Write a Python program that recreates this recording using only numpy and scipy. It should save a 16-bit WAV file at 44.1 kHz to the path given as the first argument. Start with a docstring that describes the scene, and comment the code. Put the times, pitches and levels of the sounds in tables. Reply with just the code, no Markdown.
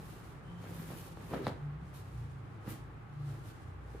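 """Sliding threads hiss and moving folds flutter as a cloth is lifted near a stereo microphone.
It is shaken out, dropped on a table and smoothed by hand in a small, quiet room; the sheet pushes
out pulses of air, flapping as it snaps taut and lands. Farther off, a low drone, probably an engine
outside, swells and fades through the walls over soft room noise."""
import sys
import numpy as np
from scipy import signal
from scipy.fft import rfft, irfft
from scipy.io import wavfile
from scipy.ndimage import uniform_filter1d

SR = 44100
rng = np.random.default_rng(int(sys.argv[2]) if len(sys.argv) > 2 else 0)


def pcm_store(signal):
    """Save signal as 16-bit PCM."""
    levels = np.round(np.clip(np.atleast_2d(signal), -1, 1) * 32767)
    wavfile.write(sys.argv[1], SR, levels.astype(np.int16).T)


N = 176400
BIN_HZ = np.fft.rfftfreq(N, 1 / SR)


# The crack of the weave. Each row: frequency in Hz, relative level in dB.
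CRACK_SPECTRUM = [(300, 1), (1400, 8), (2700, -4), (4000, 7.5), (5500, -10), (7700, -16), (9700, -11),
                  (13000, -29), (15500, -25)]
# Flaps and pats near the microphone. Each row: start in seconds, relative level in dB,
# starting pitch in Hz, crack against the flap in dB, left over right in dB.
FLAP_HITS = [(0.641, -36, 1120, -13, 1), (.904, -31.5, 890, -22, -3), (0.920, -37.5, 1160, -24, 6),
             (0.935, -31.5, 417, -34, -1), (1.172, -35.5, 1399, -20, 3), (1.310, -39, 1700, -20, 6),
             (1.3367, -21.5, 1240, -35, 2), (1.344, -29, 380, -16, -3), (1.4682, -16.5, 1530, -16.5, 1.5),
             (1.481, -28, 1100, -10.5, -2), (1.4837, -20.5, 242, -32, 0), (1.933, -42.5, 1500, -24, 3),
             (2.678, -24, 277, -38, -2), (3.949, -34.5, 517.6, -41, -4)]

def flaps():
    """Each flap pushes out a pulse of air that falls in pitch, with a brief crack of the weave."""
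    attack_s, decay_s, crack_s = .0003, .0028, .0012
    sag_s, end_hz = .0015, 140
    out, t = np.zeros((2, N + SR)), np.arange(SR // 20) / SR
    envelope = (1 - np.exp(-t / attack_s)) * np.exp(-t / decay_s)
    weave = unit(colour(rng.standard_normal(N), CRACK_SPECTRUM))
    for start, db, start_hz, crack_db, pan_db in FLAP_HITS:
        i = int(start * SR)
        pitch = end_hz + (start_hz - end_hz) * np.exp(-t / sag_s)
        push = np.sin(2 * np.pi * np.cumsum(pitch) / SR) * envelope
        crack = undb(crack_db) * np.roll(weave, -i)[:len(t)] * np.exp(-t / crack_s)
        sides_db = np.array([[pan_db], [-pan_db]]) / 2
        out[:, i:i + len(t)] += (push + crack) * undb(db - 2 + sides_db)
    low_cut = signal.butter(2, 80, "high", fs=SR, output="sos")  # the flaps carry little bass
    return signal.sosfilt(low_cut, out[:, :N])


# The dull tone of the folds. Each row: frequency in Hz, relative level in dB.
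FLUTTER_SPECTRUM = [(20, -34), (50, -7.5), (120, 6.5), (220, 0.5), (330, -1), (470, -2), (620, -8.5),
                    (1000, -10.5), (1500, -15), (2200, -19), (4000, -28.5), (6000, -36), (12000, -55)]
# How strongly the folds move. Each row: time in seconds, relative level in dB.
FOLD_LEVELS = [(0, -58.5), (.25, -59.5), (.58, -60), (.66, -49), (.76, -54), (.8, -54.5), (.86, -53),
               (.92, -50), (1, -57), (1.13, -61.5), (1.2, -53), (1.29, -51), (1.325, -42), (1.348, -40.5),
               (1.375, -43.5), (1.4, -48), (1.435, -48.5), (1.472, -45), (1.497, -44), (1.55, -54),
               (1.65, -63), (2.62, -60.5), (2.69, -47.5), (2.79, -66), (3.1, -69), (3.32, -55.5),
               (3.45, -75), (3.8, -86), (3.95, -71), (4, -66)]
# The folds across the microphone pair. Each row: frequency in Hz, left-right correlation.
FOLD_CORRELATION = [(100, 0.99), (300, 0.96), (700, 0.6), (2000, 0.33), (6000, 0.13)]

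def folds():
    """Creases buckle in dull little pops as the folds move."""
    pops = spread(grains(per_s=2200, scatter_db=1.5), FOLD_CORRELATION)
    flutter = unit(colour(pops, FLUTTER_SPECTRUM))
    return flutter * undb(curve(FOLD_LEVELS) + .5 + 2 * walk(per_s=50))


# The threads across the microphone pair. Each row: frequency in Hz, left-right correlation.
THREAD_CORRELATION = [(1000, 0.15), (4000, 0.061), (6500, 0.063), (9000, 0.11), (12000, 1)]

def threads(lag_s=.000295):
    """Dense slips of thread on thread; the left channel runs a fixed moment behind the right."""
    left, right = spread(grains(per_s=9000, scatter_db=1.5), THREAD_CORRELATION)
    return np.array([np.roll(left, round(lag_s * SR)), right])


# The hiss at close range. Each row: frequency in Hz, relative level in dB.
HISS_SPECTRUM = [(500, 6.5), (1200, 2), (2500, 4), (4000, 2), (5500, -0.5), (8000, -0.5), (10500, 0.5),
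                 (13500, 0.5), (15500, -4.5)]
# Cloth sliding on cloth and table. Each row: time in seconds, relative level in dB.
SLIDE_LEVELS = [(0, -64.5), (.1, -65), (.33, -70), (.42, -76.5), (.56, -74.5), (.73, -62.5), (.93, -61.5),
                (1.05, -62), (1.15, -70.5), (1.23, -66.5), (1.34, -63), (1.41, -68.5), (1.48, -64),
                (1.56, -76), (1.78, -86), (1.85, -75), (1.88, -73), (1.929, -73.5), (1.935, -66.5),
                (1.965, -63.5), (2.06, -71.5), (2.19, -70.5), (2.3, -75.5), (2.59, -80.5), (2.66, -69.5),
                (2.705, -56.5), (2.8, -71.5), (2.9, -79), (3.02, -84), (3.18, -76.5), (3.31, -67),
                (3.43, -71.5), (3.49, -65), (3.55, -72), (3.8, -81), (3.92, -70), (4, -72)]

def sliding(sheen_hz=10200, sheen_rest_db=-64.5):
    """Cloth slides in a slightly uneven hiss; faster sliding is louder and lifts the top."""
    hiss = unit(colour(threads(), HISS_SPECTRUM))
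    level_db = curve(SLIDE_LEVELS)
    sheen = irfft(rfft(hiss) / (1 + (sheen_hz / (BIN_HZ + 1)) ** 10), N)
    sheen_gain = undb(.96 * (level_db - sheen_rest_db))
    hiss = hiss + sheen * (sheen_gain - 1)
    return hiss * undb(level_db + 5 + 1.2 * walk(per_s=45))


# Cushions of air under the sheet.
# Each row: middle in seconds, half-length in seconds, level in dB, centre in Hz.
BILLOW_PUFFS = [(0.712, 0.027, -54, 418), (0.804, 0.031, -41.5, 198), (1.351, 0.04, -41, 455),
                (1.407, 0.031, -41, 370), (1.508, 0.026, -50, 278), (2.715, 0.048, -46.5, 258),
                (3.354, 0.11, -61, 351.4), (3.868, 0.048, -59.5, 440), (3.95, 0.02, -52.5, 400)]

def billows():
    """Air escapes under the falling sheet in soft, hollow puffs."""
    wind = spread(rng.standard_normal((2, N)), FOLD_CORRELATION)
    return sum(band(wind, hz, octaves=.51) * undb(db) * swell(middle, half_s)
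               for middle, half_s, db, hz in BILLOW_PUFFS)


# A fold dragged under the hand.
# Each row: middle in seconds, half-length in seconds, level in dB, scatter of slip sizes in dB.
FOLD_DRAGS = [(.66, 0.034, -57, 1.6667), (.8, 0.028, -60, 4.6), (0.915, 0.035, -59, 7),
              (1.374, 0.047, -53.5, 3), (2.703, 0.055, -54.5, 1.9)]

def drags():
    """A pinched fold sticks and slips: uneven slips crumple, even ones swish."""
    out = 0
    for middle, half_s, db, scatter_db in FOLD_DRAGS:
        slips = spread(grains(per_s=2200, scatter_db=scatter_db), FOLD_CORRELATION)
        out += band(slips, hz=1270, octaves=1) * undb(db) * swell(middle, half_s)
    return out


# The tone of cloth on the tabletop. Each row: frequency in Hz, relative level in dB.
BRUSH_SPECTRUM = [(600, -9), (1500, 5.5), (2600, -5), (4100, 4), (5500, -6), (9000, -27), (15000, -24)]
# Quick strokes across it. 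Each row: middle in seconds, half-length in seconds, level in dB.
BRUSH_STROKES = [(1.346, 0.012, -57), (1.452, 0.018, -54), (1.483, 0.023, -52), (2.691, 0.08, -73),
                 (3.268, 0.22, -73), (3.494, 0.038, -68)]

def brushes():
    """The sheet skims the table in short swishes, duller than the hiss."""
    rub = unit(colour(threads(), BRUSH_SPECTRUM))
    return rub * sum(undb(db) * swell(middle, half_s) for middle, half_s, db in BRUSH_STROKES)


# Faint squeaks at the table. Each row: middle in seconds, half-length in seconds, level in dB.
SQUEAK_SWELLS = [(0.493, 0.076, -70), (0.577, 0.042, -66), (0.644, 0.02, -66)]

def squeaks(hz=3120, width_hz=120):
    """A thin, rough tone comes and goes just before the cloth is lifted."""
    peak = np.exp(-((BIN_HZ - hz) / width_hz) ** 2)
    tone = unit(irfft(rfft(rng.standard_normal((2, N))) * peak, N))
    return tone * sum(undb(db) * swell(middle, half_s) for middle, half_s, db in SQUEAK_SWELLS)


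def room(x, t60_s=.3, gap_s=.011, damp_hz=4000):
    """The small room returns a short, diffuse ring, different at each microphone."""
    t = np.arange(SR // 2) / SR
    tail = rng.standard_normal((2, len(t))) * undb(-60 * t / t60_s) * (t > gap_s)
    tail /= np.sqrt(np.sum(tail[0] ** 2))
    tail = signal.sosfilt(signal.butter(1, damp_hz, fs=SR, output="sos"), tail)
    ring = signal.fftconvolve(x, tail, axes=1)[:, :N]
    return undb(-6.5) * spread(ring, ROOM_CORRELATION) / np.sqrt(2)


# The speed of the engine outside. Each row: time in seconds, firings per second.
ENGINE_SPEED = [(0, 38), (.5, 35), (.8, 33), (1.27, 33.2), (1.58, 28.9), (1.74, 29.3), (1.85, 36),
                (2.2, 29.3), (2.35, 27.3), (2.52, 25.5), (2.9, 28), (3.15, 29.4), (3.33, 28), (3.5, 27.2),
                (3.75, 30.2), (4, 28.3)]
# Its second to fifth partials, heard from indoors. Each row: time in seconds, relative level in dB.
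PARTIAL_2 = [(0, -80), (1.68, -57), (1.85, -46.5), (2, -73), (2.17, -45), (2.4, -80), (3.63, -67.5),
             (3.75, -50), (4, -50.5)]
PARTIAL_3 = [(0, -51.5), (.17, -53.5), (.3, -78), (.6, -56.5), (1.2, -60), (1.85, -58.5), (2.06, -49.5),
             (2.15, -58), (2.25, -51), (2.4, -61), (3.5, -66), (3.7, -48.5), (4, -62)]
PARTIAL_4 = [(0, -50.5), (.1, -52), (.24, -68), (.42, -49.5), (.6, -67), (2.08, -52.5), (2.21, -39.5),
             (2.33, -56), (2.65, -49.5), (3, -54.5), (3.36, -45), (3.42, -58), (3.48, -45), (3.56, -55.5),
             (4, -58)]
PARTIAL_5 = [(0, -57.5), (.35, -64), (.56, -46.5), (.65, -54.5), (.8, -49.5), (1.05, -56.5), (1.25, -52.5),
             (1.57, -54), (1.66, -40), (1.73, -41), (1.8, -52.5), (2.05, -59), (2.27, -45.5), (2.5, -55.5),
             (3.02, -60.5), (3.19, -42.5), (3.32, -43), (3.43, -57), (4, -78)]

def drone(waver_db=1.5):
    """Only the low partials of the engine pass the walls; each swells and fades on its own."""
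    firing_hz = curve(ENGINE_SPEED) * (1 + .0031 * walk(per_s=12.55))
    phase = 2 * np.pi * np.cumsum(firing_hz) / SR
    out = 0
    for k, levels in enumerate([PARTIAL_2, PARTIAL_3, PARTIAL_4, PARTIAL_5], start=2):
        tone = np.sqrt(2) * np.sin(k * phase + 2 * np.pi * rng.random())
        out += tone * undb(curve(levels) - .58 + waver_db * walk(per_s=20))
    return out


# The quiet room itself. Each row: frequency in Hz, relative level in dB.
ROOM_SPECTRUM = [(20, -37.5), (35, -6.5), (58, 7.5), (78, 0.5), (110, 7.5), (150, 7), (220, -5),
                 (370, -4.5), (480, -10), (660, -13), (810, -6.5), (950, -12), (1150, -8), (1500, -12.5),
                 (2100, -19), (3600, -31), (6000, -44), (9000, -45.5), (14000, -46)]
# The room across the microphone pair. Each row: frequency in Hz, left-right correlation.
ROOM_CORRELATION = [(60, 1), (130, 0.65), (250, .8), (500, 0.18), (1000, 0.039), (3000, 0.018)]

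def room_tone(level_db=-51):
    """A nearly steady rumble and soft noise surround the microphone."""
    noise = spread(rng.standard_normal((2, N)), ROOM_CORRELATION)
    return unit(colour(noise, ROOM_SPECTRUM)) * undb(level_db + .5 * walk(per_s=5.13))


def undb(db):
    """Decibels to gain."""
    return 10 ** (np.asarray(db) / 20)


def unit(x):
    """Scale to rms 1."""
    return x / np.sqrt(np.mean(x ** 2))


def curve(rows):
    """Rows of (s, value) joined by straight lines."""
    return np.interp(np.arange(N) / SR, *np.array(rows).T)


def swell(middle, half_s):
    """Smooth rise and fall about a moment."""
    return np.cos(np.pi / 2 * np.clip((np.arange(N) / SR - middle) / half_s, -1, 1)) ** 2


def per_bin(rows):
    """Rows of (Hz, value) joined on a log-frequency axis."""
    hz, value = np.array(rows).T
    return np.interp(np.log(BIN_HZ + 1), np.log(hz), value)


def colour(x, spectrum):
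    """Minimum-phase filter with the given (Hz, dB) shape."""
    cepstrum = irfft(np.log(undb(per_bin(spectrum))), N)
    cepstrum[1:N // 2] *= 2
    cepstrum[N // 2 + 1:] = 0
    return irfft(rfft(x) * np.exp(rfft(cepstrum)), N)


def band(x, hz, octaves):
    """A bell-shaped band of x about hz, at rms 1."""
    bell = np.exp(-(np.log2((BIN_HZ + 1) / hz) / octaves) ** 2)
    return unit(irfft(rfft(x) * bell, N))


def spread(pair, correlation):
    """Mix two unrelated signals to left and right with a given correlation per band."""
    c = np.clip(per_bin(correlation), -.99, .99)
    mid, side = irfft(rfft(pair) * np.sqrt([1 + c, 1 - c]), N)
    return np.array([mid + side, mid - side])


def walk(per_s):
    """Smooth random wander at rms 1."""
    hold = int(SR / per_s)
    steps = np.repeat(rng.standard_normal(N // hold + 1), hold)
    return unit(uniform_filter1d(uniform_filter1d(steps, hold), hold)[:N])


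def grains(per_s, scatter_db):
    """Two unrelated streams of tiny random impacts of uneven size."""
    pair = []
    for _ in range(2):
        impacts = (rng.random(N) < per_s / SR) * rng.standard_normal(N)
        pair.append(unit(impacts * undb(scatter_db * rng.standard_normal(N))))
    return np.array(pair)


def scene():
    """The cloth up close, the room around it and the engine beyond the walls."""
    cloth = sliding() + folds() + flaps() + billows() + drags() + brushes() + squeaks()
    return cloth + room(cloth) + drone() + room_tone()


def record(dry, top_hz=15400):
    """The highest treble is cut steeply."""
    return signal.sosfilt(signal.ellip(8, .2, 70, top_hz, fs=SR, output="sos"), dry)


dry = scene()
out = record(dry)
pcm_store(out)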